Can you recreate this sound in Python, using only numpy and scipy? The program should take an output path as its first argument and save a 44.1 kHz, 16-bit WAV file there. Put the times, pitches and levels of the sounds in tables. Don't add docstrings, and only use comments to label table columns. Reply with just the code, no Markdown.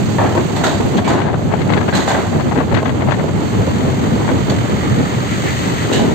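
import sys
import numpy as np
from scipy import signal
from scipy.fft import rfft, irfft, next_fast_len
from scipy.io import wavfile
from scipy.ndimage import uniform_filter1d

SR = 44100
rng = np.random.default_rng(int(sys.argv[2]) if len(sys.argv) > 2 else 0)


def to_wav(sig):
    pcm = np.clip(np.atleast_2d(sig), -1, 1) * 32767
    pcm = np.round(pcm).astype(np.int16)
    wavfile.write(sys.argv[1], SR, pcm.T)


N = 270774
TIME = np.arange(N) / SR


def from_db(db):
    return 10 ** (np.asarray(db) / 20)


def rms_one(x):
    return x / np.sqrt(np.mean(x ** 2) + 1e-20)


def evened(x, size=SR // 4):
    return x / np.sqrt(uniform_filter1d(np.mean(x ** 2, axis=0), size=size) + 1e-20)


def shaped(x, envelope):
    return rms_one(x * envelope) * np.sqrt(np.mean(envelope ** 2))


def fade(t, rise_s, t60_s):
    return (1 - np.exp(-t / rise_s)) * np.exp(-np.log(1000) * t / t60_s)


def in_time(rows):
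    s, *columns = np.transpose(rows)
    return [np.interp(TIME, s, column) for column in columns]


def drift(rate_hz, size=N):
    r = np.exp(-2 * np.pi * rate_hz / SR)
    run_in = SR // 10
    white = rng.standard_normal(size + run_in)
    return rms_one(signal.lfilter([1], [1, -2 * r, r * r], white)[run_in:])


def noise(size, alike):
    mid, side = rng.standard_normal((2, size))
    alike = np.clip(alike, -1, 1)
    return np.sqrt(1 + alike) * mid + np.sqrt(1 - alike) * side * np.array([[1], [-1]])


def coloured(x, spectrum, tilt_db=0):
    size = next_fast_len(x.shape[-1])
    octave = np.log2(np.fft.rfftfreq(size, 1 / SR) + 1)
    hz, db = np.transpose(spectrum)
    curve_db = np.interp(octave, np.log2(hz), db)
    gain = from_db(curve_db + tilt_db * np.clip(octave - 10, -2, 2))
    return irfft(rfft(x, size) * gain, size)[..., :x.shape[-1]]


def resonate(x, modes):
    out = 0
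    for k, (hz, width_hz, db) in enumerate(modes):
        r = np.exp(-np.pi * width_hz / SR)
        gain = (-1) ** k * from_db(db) * (1 - r * r) / 2
        poles = [1, -2 * r * np.cos(2 * np.pi * hz / SR), r * r]
        out = out + gain * signal.lfilter([1, 0, -1], poles, x)
    return out


def struck(modes, size):
    ringing = resonate(signal.unit_impulse(size), modes)
    return ringing / np.abs(ringing).max()


def wavering(hz, wander_hz):
    turn = 2 * np.pi * np.cumsum(hz) / SR + rng.uniform(0, 2 * np.pi)
    sides = [np.sin(turn + drift(wander_hz, size=SR // 2)[:len(hz)]) for _ in range(2)]
    return rms_one(np.array(sides))


def panned(db):
    ratio = from_db(np.atleast_1d(db))
    return np.array([ratio, np.ones_like(ratio)]) * np.sqrt(2 / (1 + ratio ** 2))


def add(track, start_s, sound):
    at = max(0, round(start_s * SR))
    track[:, at:at + sound.shape[1]] += sound[:, :max(0, N - at)]


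# start_s [s], level_db [dB], pitch_hz of the ramp panel [Hz]
TYRE_DROPS = [(0.359, -9, 358), (.846, -6.5, 129.2), (.955, -5.5, 217), (1.139, -12, 358),
              (1.435, -10.5, 140.2), (1.661, -13, 187.8), (1.716, -9, 107.5), (1.925, -7, 193),
              (2.35, -6, 144.7), (2.459, -10, 114), (2.56, -5.5, 259.3), (2.72, -4.5, 108),
              (2.87, -11, 252), (3.051, -8.5, 131.3), (3.582, -3.5, 105.6), (3.807, -9, 140),
              (3.86, -12, 371.4), (4.109, -7.5, 231.3), (4.33, -7.5, 190.6), (4.491, -6, 111.7),
              (4.722, -10, 207), (4.906, -4.5, 125.4), (4.969, -5.5, 258), (6.0, -7, 229)]
# time_s [s], boom_db and roar_db before their fixed lifts [dB]
ROLLING_LOAD = [(0.0, -18, -24), (0.53, -22, -25.5), (1.13, -22.5, -20.5), (1.4, -20, -27.5),
                (1.76, -20, -20.5), (2.05, -23.5, -24), (3.3, -20, -24.5), (4.14, -19.5, -23),
                (5.51, -22, -27), (5.9, -22, -24), (6.14, -19, -21)]
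# pitch_hz [Hz], relative level_db [dB per Hz]
DROP_SPECTRUM = [(30, -28), (60, -8.5), (95, 6), (200, 5.5), (350, -4.5), (550, -2.5), (1000, -19.5),
                 (3000, -46)]
BOOM_SPECTRUM = [(38, -26), (55, -19), (75, -5.5), (100, 2), (150, -0.5), (230, -4), (330, -22),
                 (600, -19.5), (1500, -70.5)]
ROAR_SPECTRUM = [(100, -6.5), (280, 5), (400, 1), (600, -7.5), (850, -7.5), (1200, -15.5), (2000, -23.5),
                 (4000, -33), (10000, -69)]


def tyres(wander_hz=20, swell_s=0.0096, thud_t60_s=0.24,
          boom_db=3.0, roar_db=4.0, lumpy_db=3.0, surge_db=0.5):
    out = np.zeros((2, N))
    t = TIME[:SR // 3]
    boom_level, roar_level = in_time(ROLLING_LOAD)
    surging = noise(N, alike=0.4) * from_db(surge_db * drift(52))
    boom = from_db(boom_level + boom_db) * evened(coloured(surging, BOOM_SPECTRUM))
    lumpy = noise(N, alike=0.091) * from_db(lumpy_db * drift(27))
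    roar = from_db(roar_level + roar_db) * evened(coloured(lumpy, ROAR_SPECTRUM))
    for start_s, db, hz in TYRE_DROPS:
        body = rms_one(coloured(noise(len(t), alike=0.1), DROP_SPECTRUM))
        panel = wavering(np.full(len(t), hz), wander_hz)
        overtone = from_db(-8.5) * wavering(np.full(len(t), 1.8 * hz), wander_hz)
        thud = shaped(body + panel + overtone, fade(t, swell_s, thud_t60_s))
        add(out, start_s, from_db(db) * thud)
    return out + boom + roar


# pitch_hz [Hz], width_hz [Hz], level_db [dB]
PLATE_MODES = [(393, 85, 3.5), (647, 103, 8.5), (790, 210, 6), (1110, 380, -1.5), (1332, 24, 2.5),
               (1596, 24, 4.5), (1980, 136, -2.5), (3370, 52, -25)]
# pitch_hz [Hz], relative level_db [dB per Hz]
PLATE_SPECTRUM = [(100, -28), (250, 8), (380, 0), (480, -1), (620, 5.5), (820, 5.5), (1250, -1.5),
                  (1750, -5), (2600, -11.5), (4200, -21.5), (6000, -30), (15000, -59)]


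def blow(tilt_db, t60_s, crack_db, snap_db, dense_db, modal_db, swell_s, chatter_db, snap_t60_s=0.029):
    t = TIME[:int(SR * np.clip(1.2 * t60_s, .15, .7))]
    modes = [(hz * (1 + 0.054 * rng.normal()), width_hz, db + tilt_db * np.log2(hz / 1000))
             for hz, width_hz, db in PLATE_MODES]
    crack = struck(modes, len(t))
    hiss = coloured(noise(SR, alike=0.2)[:, :len(t)], PLATE_SPECTRUM, tilt_db)
    snap = shaped(hiss, fade(t, .0009, snap_t60_s))
    contact = from_db(chatter_db * drift(78, size=SR))
    tail = fade(t, swell_s, t60_s)
    dense_feed = (noise(SR, alike=0.52) * contact)[:, :len(t)]
    dense = shaped(coloured(dense_feed, PLATE_SPECTRUM, tilt_db), tail)
    modal_feed = (noise(SR, alike=0.15) * contact)[:, :len(t)]
    singing = shaped(resonate(modal_feed, modes), tail)
    return (from_db(crack_db) * crack + from_db(snap_db) * snap
            + from_db(dense_db) * dense + from_db(modal_db) * singing)


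# start_s [s], level_db [dB], brightness_db [dB per octave],
# t60_s [s], clang pitch_hz [Hz]
PLATE_SLAMS = [(0.184, -10.5, -2, 0.66, 885), (.352, -14.5, -14, 0.4, 956), (0.565, -19.5, -3, 0.98, 892),
               (.637, -13.5, -2, 0.63, 1434), (1.076, -14, -0.5, 0.71, 1010), (1.926, -18, 2.5, 1, 1620),
               (2.078, -11.5, -0.5, 0.68, 798), (5.917, -12.5, -14, 0.54, 487),
               (5.994, -14.5, -14, 0.9, 820)]


def slams(rebound_s=.028, rebound_db=-3.5, clang_db=-4.5, clang_wander_hz=120, clang_t60_s=0.21):
    out = np.zeros((2, N))
    t = TIME[:SR // 3]
    for start_s, db, tilt_db, t60_s, hz in PLATE_SLAMS:
        for delay_s, change_db in ((0, 0), (rebound_s, rebound_db)):
            hit = blow(tilt_db, t60_s, crack_db=4.5, snap_db=1.0, dense_db=-5.5, modal_db=-5.5,
                       swell_s=0.0064, chatter_db=2.0)
            add(out, start_s + delay_s, from_db(db + change_db) * hit)
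        clang = wavering(np.full(len(t), hz), clang_wander_hz) * fade(t, 0.0018, clang_t60_s)
        add(out, start_s, from_db(db + clang_db) * clang)
    return out


# start_s [s], level_db [dB], brightness_db [dB per octave]
PLATE_KNOCKS = [(0.376, -13.5, 1), (.984, -12.5, 1), (1.142, -16.5, -2.5), (1.187, -13, -0.5),
                (1.215, -15, 2.5), (1.266, -14, -2.5), (1.284, -14, -1), (1.34, -12.5, -2.5),
                (1.391, -17, -8), (1.515, -15.5, -4), (1.537, -9, -1), (1.588, -26.5, 7), (1.617, -22, 8),
                (1.702, -13, 2.5), (1.735, -11, 4), (1.774, -12.5, 2.5), (1.811, -16, 2.5),
                (1.887, -10.5, 1), (2.396, -15, -4), (2.407, -16.5, 3), (2.52, -12.5, -1.5),
                (2.561, -15, 0.5), (2.585, -13, 2), (2.603, -13, -1), (2.611, -14, -2), (2.724, -14.5, 1.5),
                (2.747, -12, 5.5), (2.772, -12, 2.5), (2.788, -12.5, 1), (2.83, -11.5, -8),
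                (2.858, -13, 2.5), (2.893, -15, 1.5), (3.02, -14, -0.5), (3.086, -10, -2),
                (3.107, -18, 2.5), (3.12, -8.5, 2), (3.196, -14, -1.5), (3.241, -10, -12), (3.291, -16, -4),
                (3.675, -13, -15), (4.289, -10.5, -1), (4.316, -11, -12), (4.517, -17, -4)]


def rattles(graze_db=-5.0, t60_s=0.093, base_pan_db=19.5, pan_per_brightness=2.5):
    out = np.zeros((2, N))
    for start_s, db, tilt_db in PLATE_KNOCKS:
        pan_db = base_pan_db + pan_per_brightness * tilt_db
        for lead_s, change_db in ((rng.uniform(.004, .014), graze_db), (0, 0)):
            hit = blow(tilt_db, t60_s, crack_db=1.0, snap_db=1.0, dense_db=-6.5, modal_db=-8.0,
                       swell_s=0.0027, chatter_db=3.0)
            add(out, start_s - lead_s, from_db(db + change_db) * hit * panned(pan_db))
    return out


# start_s [s], length_s [s], starting pitch_hz [Hz], level_db [dB]
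STEEL_SCRAPES = [(0.966, 0.027, 3146, -26.5), (1.041, 0.065, 2210, -29), (1.928, .045, 3930, -28),
                 (5.919, .09, 2813, -25.5)]
# multiple of the pitch [ratio], level_db [dB]
SQUEAL_PARTIALS = [(1.003, 7.5), (1.333, -1), (1.552, -9), (1.996, -6)]
# pitch_hz [Hz], relative level_db [dB per Hz]
LINK_SPECTRUM = [(400, -25), (1200, -11), (1700, 9.5), (2500, -2), (3700, 4.5), (6700, -2), (8500, -4.5),
                 (15000, -18)]


def scrapes(wander_hz=520, glide=0.073, slip_db=0.5, grit_db=-4.5, rise_s=0.0055, pan_db=-7.0):
    out = np.zeros((2, N))
    t = TIME[:SR // 4]
    for start_s, length_s, hz, db in STEEL_SCRAPES:
        pitch = hz * (1 + glide * np.minimum(t / length_s, 1))
        squeal = rms_one(sum(from_db(level_db) * wavering(pitch * ratio, wander_hz)
                             for ratio, level_db in SQUEAL_PARTIALS))
        grit = rms_one(coloured(noise(len(t), alike=0.4), LINK_SPECTRUM))
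        slip = from_db(slip_db * drift(150, size=len(t)))
        pressure = (1 - np.exp(-t / rise_s)) * np.exp(-(t / length_s) ** 2) * slip
        add(out, start_s, from_db(db) * (squeal + from_db(grit_db) * grit) * pressure)
    return out * panned(pan_db)


# start_s [s], level_db [dB], t60_s [s], pitch_hz of the ringing links [Hz]
CHAIN_SNATCHES = [(0.559, -26.5, 0.38, 4320), (0.636, -19.5, 0.52, 3770), (1.075, -26, 0.7, 2900),
                  (1.95, -20.5, 0.47, 4080), (2.075, -23.5, 0.61, 3450), (4.497, -20.5, 0.13, 4500),
                  (5.927, -21, 0.4, 3830)]


def chains(links_per_s=160, click_t60_s=0.014, wash=0.93, ring_db=-13.0, ring_width_hz=90, pan_db=-3.5):
    out = np.zeros((2, N))
    t = TIME[:SR * 2 // 3]
    for start_s, db, t60_s, hz in CHAIN_SNATCHES:
        strikes = (rng.random(len(t)) < links_per_s / SR) * rng.uniform(0.1, 1, len(t))
        clicks = signal.lfilter([1], [1, -from_db(-60 / (click_t60_s * SR))], strikes)
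        shower = noise(len(t), alike=0.14) * (wash + clicks)
        ringing = resonate(shower, [(hz, ring_width_hz, 0), (hz * 1.13, ring_width_hz, -4),
                                    (6750, ring_width_hz, -4), (7950, ring_width_hz, -6)])
        links = rms_one(coloured(shower, LINK_SPECTRUM)) + from_db(ring_db) * rms_one(ringing)
        add(out, start_s, from_db(db) * links * fade(t, 0.0012, t60_s) * panned(pan_db))
    return out


# time_s [s], level_db [dB]
DIESEL_LEVEL = [(0.0, -39), (0.97, -40.5), (1.18, -58), (1.4, -46), (2.17, -40.5), (2.79, -46),
                (3.33, -43.5), (3.45, -40.8), (4.33, -40.5), (5.25, -39), (5.51, -35.5), (5.8, -36.5),
                (6.14, -39.5)]
# time_s [s], knock and exhaust against the ticks before fixed gains [dB],
# left minus right pan_db [dB]
DIESEL_BALANCE = [(0, -1, -7.5), (3.3, 0, -9.5), (3.8, 3.5, 1), (4.4, 3, -6.5), (4.9, 6.5, -3),
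                  (5.4, 1, -0.5), (6.14, 2.5, 1.5)]
# pitch_hz [Hz], width_hz [Hz], level_db [dB]
BLOCK_MODES = [(1206, 220, 10.5), (2046, 430, 4.5), (3062, 40, 8), (3430, 770, -3.5)]
# pitch_hz [Hz], relative level_db [dB per Hz]
INJECTOR_SPECTRUM = [(500, 14.5), (1500, 4), (2800, 5.5), (3600, 1.5), (4500, 3.5), (6700, 2), (7500, 1.5),
                     (8400, -2.5), (12000, -8.5), (15000, -5)]


def diesel(firings_per_s=34, gain_per_s2=2.3, pulse_db=0.85, knock_pulse_db=1.5,
           tick_db=10.5, knock_db=4.5, exhaust_db=-5.5, lag_s=0.000456):
    rate = firings_per_s + gain_per_s2 * TIME
    balance_db, pan_db = in_time(DIESEL_BALANCE)
    level_db, = in_time(DIESEL_LEVEL)
    turn = 2 * np.pi * np.cumsum(rate) / SR
    firing = (np.sin(turn) + 0.48 * np.sin(2 * turn)) * (1 + 0.5 * drift(46))
    ticks = rms_one(coloured(noise(N, alike=0.24) * from_db(pulse_db * firing), INJECTOR_SPECTRUM))
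    knock = rms_one(resonate(noise(N, alike=0.67) * from_db(knock_pulse_db * firing), BLOCK_MODES))
    exhaust = from_db(exhaust_db) * np.sin(turn)
    combustion = from_db(balance_db) * (from_db(knock_db) * knock + exhaust)
    left, right = from_db(level_db) * (from_db(tick_db) * ticks + combustion)
    late_right = np.interp(TIME - lag_s, TIME, right)
    return np.array([left, late_right]) * panned(pan_db)


def intake(peak_s=5.66, spread_s=0.74, db=-34.5, hz=1950, width_hz=400, flutter_db=4.0):
    air = rms_one(resonate(noise(N, alike=0.42), [(hz, width_hz, 0)]))
    swell = np.exp(-((TIME - peak_s) / spread_s) ** 2)
    return from_db(db + flutter_db * drift(8)) * air * swell


def scene():
    return tyres() + slams() + rattles() + scrapes() + chains() + diesel() + intake()


def gain_control(x, threshold_db=-9.5, squeeze=0.64, release_db_per_s=170, makeup_db=0.5):
    level_db = 10 * np.log10(uniform_filter1d(np.mean(x ** 2, axis=0), size=400) + 1e-9)
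    over_db = np.maximum(level_db - threshold_db, 0)
    release_db = release_db_per_s * TIME
    held_db = np.maximum.accumulate(over_db + release_db) - release_db
    return x * from_db(makeup_db - squeeze * uniform_filter1d(held_db, size=200))


# pitch_hz [Hz], level_db [dB]
TONE_CURVE = [(25, -19), (55, -1.5), (4600, 1.5), (4900, -7), (6000, -4.5), (6250, 2.5), (8400, 1.5),
              (8900, -18.5), (11200, -50), (11800, 0), (15000, -8.5)]


def record(dry):
    rounded = 1.4 * np.tanh(gain_control(dry) / 1.4)
    top_cut = signal.cheby2(16, 70, 16400, fs=SR, output="sos")
    return signal.sosfilt(top_cut, coloured(rounded, TONE_CURVE))


dry = scene()
out = record(dry)
to_wav(out)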